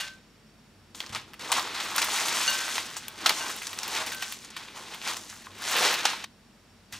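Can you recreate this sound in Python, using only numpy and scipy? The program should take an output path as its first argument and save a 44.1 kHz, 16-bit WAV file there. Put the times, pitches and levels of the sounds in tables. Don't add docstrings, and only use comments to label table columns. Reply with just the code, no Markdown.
import sys
import numpy as np
from scipy import signal
from scipy.io import wavfile
from scipy.ndimage import uniform_filter1d

SR = 44100
rng = np.random.default_rng(int(sys.argv[2]) if len(sys.argv) > 2 else 0)


def volts(x):
    e = np.asarray(x, float) / 20
    return 10 ** e


def output_pcm(signal):
    pcm = np.clip(np.atleast_2d(signal).T, -1, 1) * 32767
    wavfile.write(sys.argv[1], SR, np.round(pcm).astype(np.int16))


N = 308244

# (time [s], patter of the stream [dB], crinkle of the bag [dB])
FLOW = [
    [(0.94, -74, -80), (0.95, -55.5, -44.5), (1.11, -51.5, -62), (1.39, -64, -71)],
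    [(1.394, -43.5, -50), (1.72, -40, -49), (2.1, -33, -35), (2.43, -29.5, -31.5), (2.74, -39, -39),
     (3.12, -51, -55.5), (3.25, -37, -42.5), (3.33, -37.5, -38), (3.66, -45, -43.5), (3.94, -46, -49.5),
     (4.32, -49.5, -42.5), (4.56, -52.5, -64.5), (5.25, -53, -47), (5.54, -55, -59.5), (5.67, -34, -34.5),
     (5.86, -21.5, -29.5), (6.0, -35, -43), (6.24, -44, -56.5)],
    [(6.9, -81, -88), (6.93, -52, -49), (6.99, -55, -58)],
]


def rms_one(x):
    return x / np.sqrt(np.mean(x ** 2) + 1e-20)


def at_hz(points, hz):
    return np.interp(np.log(hz), np.log(np.array(points)[:, 0]), np.array(points)[:, 1])


def high_pass(x, hz, order):
    return signal.sosfilt(signal.butter(order, hz, "high", fs=SR, output="sos"), x)


def without_bass(x):
    return high_pass(x, 731, order=4)


def ring(clicks, hz, t60):
    radius = volts(-60 / (t60 * SR))
    turn = 2 * np.pi * hz / SR
    return signal.lfilter([0, np.sin(turn)], [1, -2 * radius * np.cos(turn), radius ** 2], clicks + 1e-18)


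def drift(rate):
    knots = rng.standard_normal(int(N / SR * rate) + 2)
    return np.interp(np.arange(N) / SR * rate, np.arange(len(knots)), knots) * np.sqrt(1.5)


def pouring(t, flow, start, end):
    # (time [s], patter [dB], hollow knocks against it [dB], t60 [s])
    handfuls = [(0.001, -34, -19, .35), (1.093, -42, -5, 0.1), (1.126, -40, -2, 0.19),
                (1.151, -38, -3.5, 0.22), (1.159, -42, -5, 0.17), (1.279, -56, 7.5, 0.35),
                (1.52, -28, -17, 0.4), (1.747, -35, -9, 0.32), (1.802, -29.5, -5, 0.14),
                (1.982, -24, -8, 0.16), (2.018, -21, -14, 0.14), (2.754, -32, 1, 0.11),
                (2.781, -34.5, -8, 0.27), (3.262, -22, -8, 0.14), (3.296, -24.5, -1.5, 0.15),
                (3.881, -41, -25, 0.2), (4.064, -32, -7, 0.19), (4.12, -36.5, -13.5, 0.38),
                (4.224, -31, -20, 0.13), (4.565, -40.5, -5, .45), (6.054, -19, -11, 0.08),
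                (6.241, -35, -14, 0.11), (6.926, -40.5, -27.5, 0.28)]
    # (time [s], patter [dB], hollow knocks against it [dB], t60 [s], build-up [s per 30 dB])
    slides = [(1.5, -43.5, -13, 0.52, 0.5), (1.575, -36.5, 6.5, 0.55, 0.38), (3.44, -44.5, 9, 0.4, 0.4),
              (3.977, -30.5, -1, 0.49, 0.35), (4.771, -42, 2, 0.32, 0.08), (4.942, -42.5, -2, 0.22, 0.27),
              (5.08, -30.5, -2.5, 0.38, 0.0945), (6.09, -36, -3, 0.38, 0.63)]
    landing_s = 0.003
    handful_crinkle_db = -4.5
    s, patter_db, crinkle_db = np.transpose(flow)
    patter = np.interp(t, s, patter_db)
    crinkle = np.interp(t, s, crinkle_db)
    trend_db_per_s = uniform_filter1d(np.gradient(patter) * SR, size=SR // 10)
    hollow = patter - 5.5 + 2.5 * np.tanh(trend_db_per_s / 8.4)
    running = t >= s[0]
    power = running * volts([hollow, patter, crinkle]) ** 2
    for at, db, hollow_db, t60, rise_s in slides + [row + (landing_s,) for row in handfuls]:
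        if start <= at < end:
            shape_db = db + np.where(t < at, 30 * (t - at) / rise_s, 60 * (at - t) / t60)
            power = power + volts(shape_db + np.array([[hollow_db], [0], [handful_crinkle_db]])) ** 2
    return np.sqrt(power)


def grains(low_hz, high_hz, per_s, spread_db, cycles):
    # (frequency [Hz], level [dB per Hz])
    colour = [(150, -45), (250, -14.5), (331, 0), (446, -4.5), (570, -12), (741, -11), (1520, -2),
              (2160, -2.5), (4060, -0.5), (15100, -42), (16500, -50.5)]
    sizes = volts(spread_db * np.minimum(rng.exponential(1, N), 5)) * rng.choice([-1, 1], N)
    clumps = volts(3.0 * drift(60) + 1.5 * drift(14))
    born = rng.random(N) < per_s * clumps / SR
    pitches = np.geomspace(low_hz, high_hz, 10)
    dealt = rng.integers(0, 10, N)
    total = 0
    for k, hz in enumerate(pitches):
        rung = rms_one(ring(sizes * born * (dealt == k), hz, cycles / hz))
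        total = total + rung * volts(at_hz(colour, hz)) * np.sqrt(hz)
    return rms_one(total)


def knocks_patter_and_crinkle():
    # (lowest [Hz], highest [Hz], usual rate [grains per s], size spread [dB], t60 [cycles])
    sorts = [(399, 1190, 2500.0, 3.0, 7.5), (1512, 5230, 4000.0, 0, 7.5), (5856, 9600, 5000.0, 3, 6.1)]
    ticks = (4000, 16000, 120, 2.0, 2.5)
    knocks, patter, crinkle = [without_bass(grains(*row)) for row in sorts]
    crinkle = crinkle + volts(-11) * without_bass(grains(*ticks))
    return knocks, patter, crinkle


def cluster(a, b, t, t60):
    dying = volts(-60 * t / t60) + volts(-12 - 60 * t / 0.091)
    clicks = a * np.abs(b) ** 2.96 * dying
    return np.r_[1.94, clicks[1:]]


def lesser_snaps():
    count = 150
    when, how = rng.random(count), rng.standard_normal((count, 3))
    s, _, crinkle_db = np.transpose(FLOW[1])
    at = s[0] + when * (s[-1] - s[0])
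    peak_db = np.interp(at, s, crinkle_db) + 12.5 + 2.5 * how[:, 0]
    centre_hz = np.clip(3200 * volts(5.5 * how[:, 1]), 1500, 9000)
    edge_db = -3.5 + 5.5 * how[:, 2]
    return list(zip(at, peak_db, centre_hz, edge_db))


def add_peak(out, s, db, x):
    out[round(s * SR):][:len(x)] += volts(db) * x / np.abs(x).max()


def snaps():
    # (time [s], peak [dB], centre [Hz], bright edge against it [dB])
    marked_snaps = [(0.0064, -21, 3140, 1.5), (0.0772, -26, 4030, -14), (0.9476, -25.5, 3840, -25),
                    (1.0029, -16.5, 3580, -10), (1.0358, -29.5, 1750, -12), (1.063, -26.5, 4600, -8),
                    (1.1224, -36, 2040, -16), (1.1484, -13.5, 4700, -13), (1.1588, -20.5, 2610, -20),
                    (1.3345, -28, 3100, -2.5), (1.34, -32.5, 2500, -2), (1.5184, 2, 8900, -3.5),
                    (1.5236, -11.5, 3700, -6), (1.5776, -18, 3020, -9), (1.5944, -15, 3980, -7),
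                    (1.7447, -24.5, 1970, -7.5), (1.8013, -23.5, 2090, -12), (1.9609, -19.5, 3190, 10.5),
                    (1.9804, -9, 4740, -4), (2.0163, -13, 2400, -1.5), (2.0433, -24, 3550, 13.5),
                    (2.2832, -14, 3300, -1), (2.7545, -15, 3560, -19), (2.7801, -13.5, 2680, -12),
                    (2.9666, -17, 7350, -4.5), (3.0812, -21, 3320, 9), (3.2599, -3, 4500, -16),
                    (3.2648, -6, 3480, -2), (3.2935, -5.5, 4870, -3), (3.5004, -28, 2100, -4),
                    (3.5637, -31.5, 3400, 13), (3.6693, -13.5, 6000, -21), (3.7306, -21.5, 3550, 0.5),
                    (3.7884, -12, 6500, -9), (3.8315, -14, 5650, -4), (3.8786, -23.5, 2920, 6.5),
                    (4.064, -34, 3030, 11), (4.1195, -23.5, 2870, 1.5), (4.147, -22.5, 2840, 7),
                    (4.2224, -25.5, 2560, 2.5), (4.3224, -21.5, 3120, 5.5), (4.4478, -22.5, 7220, -10),
                    (4.5027, -29, 6670, -11), (4.5645, -26, 2790, -3), (4.6806, -29.5, 2700, -21),
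                    (4.9442, -28, 2940, 3), (5.0162, -21, 3200, -11), (5.1355, -17, 5300, -3.5),
                    (5.1671, -17, 6360, -3.5), (5.2988, -24, 6530, -7.5), (5.464, -34.5, 8040, -2.7),
                    (5.94, -12, 4170, -1.5), (6.0528, -10, 2490, -18), (6.2412, -24, 3740, -15),
                    (6.9242, -32, 3320, 4)]
    out, t = np.zeros(N + 4096), np.arange(4096) / SR
    for s, peak_db, hz, edge_db in lesser_snaps() + marked_snaps:
        a, b = rng.standard_normal((2, len(t)))
        clicks = cluster(a, b, t, t60=74 / hz)
        add_peak(out, s, peak_db, ring(clicks, hz, t60=4.5 / hz))
        add_peak(out, s, peak_db + edge_db, high_pass(clicks, 7500, order=2))
    return out[:N]


def hollow_pieces():
    # (time [s], peak [dB])
    knocks = [(1.1481, -27), (1.5184, -17), (1.7449, -49), (1.9804, -14), (2.9662, -35), (3.2588, -11),
              (4.775, -31), (5.082, -31), (5.4685, -30), (6.0526, -11.5), (6.132, -22)]
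    out, t = np.zeros(N + 4096), np.arange(4096) / SR
    for s, peak_db in knocks:
        a, b = rng.standard_normal((2, len(t)))
        hz = 1010 * volts(2.4 * rng.standard_normal())
        add_peak(out, s, peak_db, ring(cluster(a, b, t, t60=0.0067), hz, t60=0.0087))
    return out[:N]


def clinks():
    # (time [s], level [dB], softness of the blow [dB per octave], free ringing [s])
    blows = [(0.001, -30, 5, .15), (2.478, -20, 0, .3), (3.045, -42, 10, .15), (3.41, -31, 4, .07),
             (4.122, -28.5, 14, .21)]
    # (frequency [Hz], level [dB], t60 [s])
    glass = [(587, -25, .9), (1545, -10.5, .8), (2837, 0, .18), (4436, 0, .09), (6228, -2, .075)]
    soft_above_hz = 1545
    out, t = np.zeros(N + SR), np.arange(SR // 2) / SR
    for s, blow_db, soft, free_s in blows:
        stilled = volts(-600 * np.maximum(t - free_s, 0))
        at = round(s * SR)
        for hz, level_db, t60 in glass:
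            spared_db = soft * max(np.log2(hz / soft_above_hz), 0)
            out[at:at + len(t)] += volts(blow_db + level_db - spared_db) * stilled * ring(t == 0, hz, t60)
    return out[:N]


def heap_thud():
    # (lowest [Hz], highest [Hz], usual rate [grains per s], size spread [dB], t60 [cycles])
    thud = (157, 550, 1500.0, 1.9, 4.5)
    return high_pass(grains(*thud), thud[0], order=2)


def bag_drum(t):
    # (lowest [Hz], highest [Hz], usual rate [grains per s], size spread [dB], t60 [cycles])
    drum = (417, 880, 2700, 2.1, 14)
    middle_s, top_db, width_s = 5.84, -32.5, 0.06
    swell = volts(top_db) * np.exp(-0.5 * ((t - middle_s) / width_s) ** 2)
    return swell * high_pass(grains(*drum), drum[0], order=3)


def bumps():
    # (time [s], level [dB])
    blows = [(1.1, -42.5), (6.931, -49.5)]
    # (frequency [Hz], level [dB], t60 [s])
    counter = [(99, -6, 0.33), (135, -1.5, 0.17), (219, 2, 0.12)]
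    pushes = np.zeros(N)
    for s, db in blows:
        pushes[round(s * SR)] = volts(db)
    rings = sum(volts(db) * ring(pushes, hz, t60) for hz, db, t60 in counter)
    return signal.sosfilt(signal.butter(2, 300, fs=SR, output="sos"), rings)


def stereo_bands(size):
    # (frequency [Hz], left-right likeness [0 to 1])
    likeness = [(60, 0.97), (180, 0.89), (550, 0.69), (1650, 0.91), (4970, 0.34), (15000, 0.2)]
    edges = 22 * 2 ** np.arange(0, 10, 0.5)
    white = rng.standard_normal((2, 2, size))
    for k, (low, high) in enumerate(zip(edges, edges[1:])):
        band = signal.butter(2, [low, high], "band", fs=SR, output="sos")
        mid, side = signal.sosfilt(band, white[k % 2])
        centre_hz = np.sqrt(low * high)
        alike = np.clip(at_hz(likeness, centre_hz), 0, 1)
        yield centre_hz, np.sqrt(1 + alike) * mid + np.sqrt(1 - alike) * side * [[1], [-1]]


def kitchen_echo():
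    # (frequency [Hz], t60 [s])
    room_t60 = [(200, 1), (1000, 0.26), (4000, 0.4), (12000, 0.15)]
    t = np.arange(SR * 3 // 4) / SR
    tail = sum(band * volts(-60 * t / at_hz(room_t60, hz)) for hz, band in stereo_bands(size=len(t)))
    tail = tail * (1 - np.exp(-t / 0.0011))
    return tail / np.sqrt(np.sum(tail ** 2) / 2)


def kitchen_hush():
    # (frequency [Hz], level [dB per Hz])
    spectrum = [(15, -35), (25, -17), (53, -9), (138, 0), (238, -1.5), (259, -10), (288, -4.5), (651, -10),
                (4480, -16.5), (4990, -20.5), (5570, -20.5), (6920, -21.5), (15200, -33), (16500, -57)]
    bands = stereo_bands(size=N)
    hush = sum(band * volts(at_hz(spectrum, hz) + 0.5 * drift(2.8)) for hz, band in bands)
    return volts(-58.5) * rms_one(hush)


def appliance():
    # (frequency [Hz], width [Hz], level [dB rms])
    lines = [(95.8, 8.7, -67), (212.8, 14, -65), (234.8, 15, -66.5), (4620, 45, -76.5), (5460, 45.0, -74.5)]
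    motor_hz, motor_rms_db = 48.4, -70
    wavering = sum(volts(db) * rms_one(ring(rng.standard_normal(N), hz, 2.1 / width)) for hz, width, db in lines)
    motor = np.sqrt(2) * np.sin(2 * np.pi * motor_hz * np.arange(N) / SR)
    return wavering + volts(motor_rms_db) * motor


def close_pair(near, wander):
    left_db, left_leads = 0.26, 0.39
    scatter_db, left_treble = -17.5, 0.095
    late = (1 - left_leads) / (1 + left_leads)
    right = signal.lfilter([late, 1], [1, late], near)
    direct = np.array([near, right]) * volts([[left_db / 2], [-left_db / 2]])
    treble = high_pass(near, 6010, order=1)
    return direct + (volts(scatter_db) * wander + left_treble) * treble * [[1], [-1]]


def scene():
    cuts = [0, 1.393, 6.248, 7.0]
    room_db = -13.5
    thud_db, thud_follows = -29.5, 0.54
    t = np.arange(N) / SR
    out = kitchen_hush() + appliance()
    parts = knocks_patter_and_crinkle()
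    hits = without_bass(snaps() + hollow_pieces()) + clinks() + bumps()
    thud, drum = heap_thud(), bag_drum(t)
    echo, wander = kitchen_echo(), drift(600)
    for flow, start, end in zip(FLOW, cuts, cuts[1:]):
        shown = (t >= start) & (t < end)
        gains = shown * pouring(t, flow, start, end)
        stream = sum(gain * part for gain, part in zip(gains, parts))
        settling = volts(thud_db) * gains[0] ** thud_follows * thud
        near = stream + settling + shown * (hits + drum)
        wet = signal.fftconvolve(near[None], echo, axes=1)[:, :N]
        out = out + shown * (close_pair(near, wander) + volts(room_db) * wet)
    return out


def top_cut(x):
    return signal.sosfilt(signal.butter(12, 16680, fs=SR, output="sos"), x)


def record(dry):
    thin = high_pass(dry, 33, order=3)
    cut = signal.sosfilt(signal.cheby2(10, 30, 15900, fs=SR, output="sos"), thin)
    return top_cut(cut)


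dry = scene()
out = record(dry)
output_pcm(out)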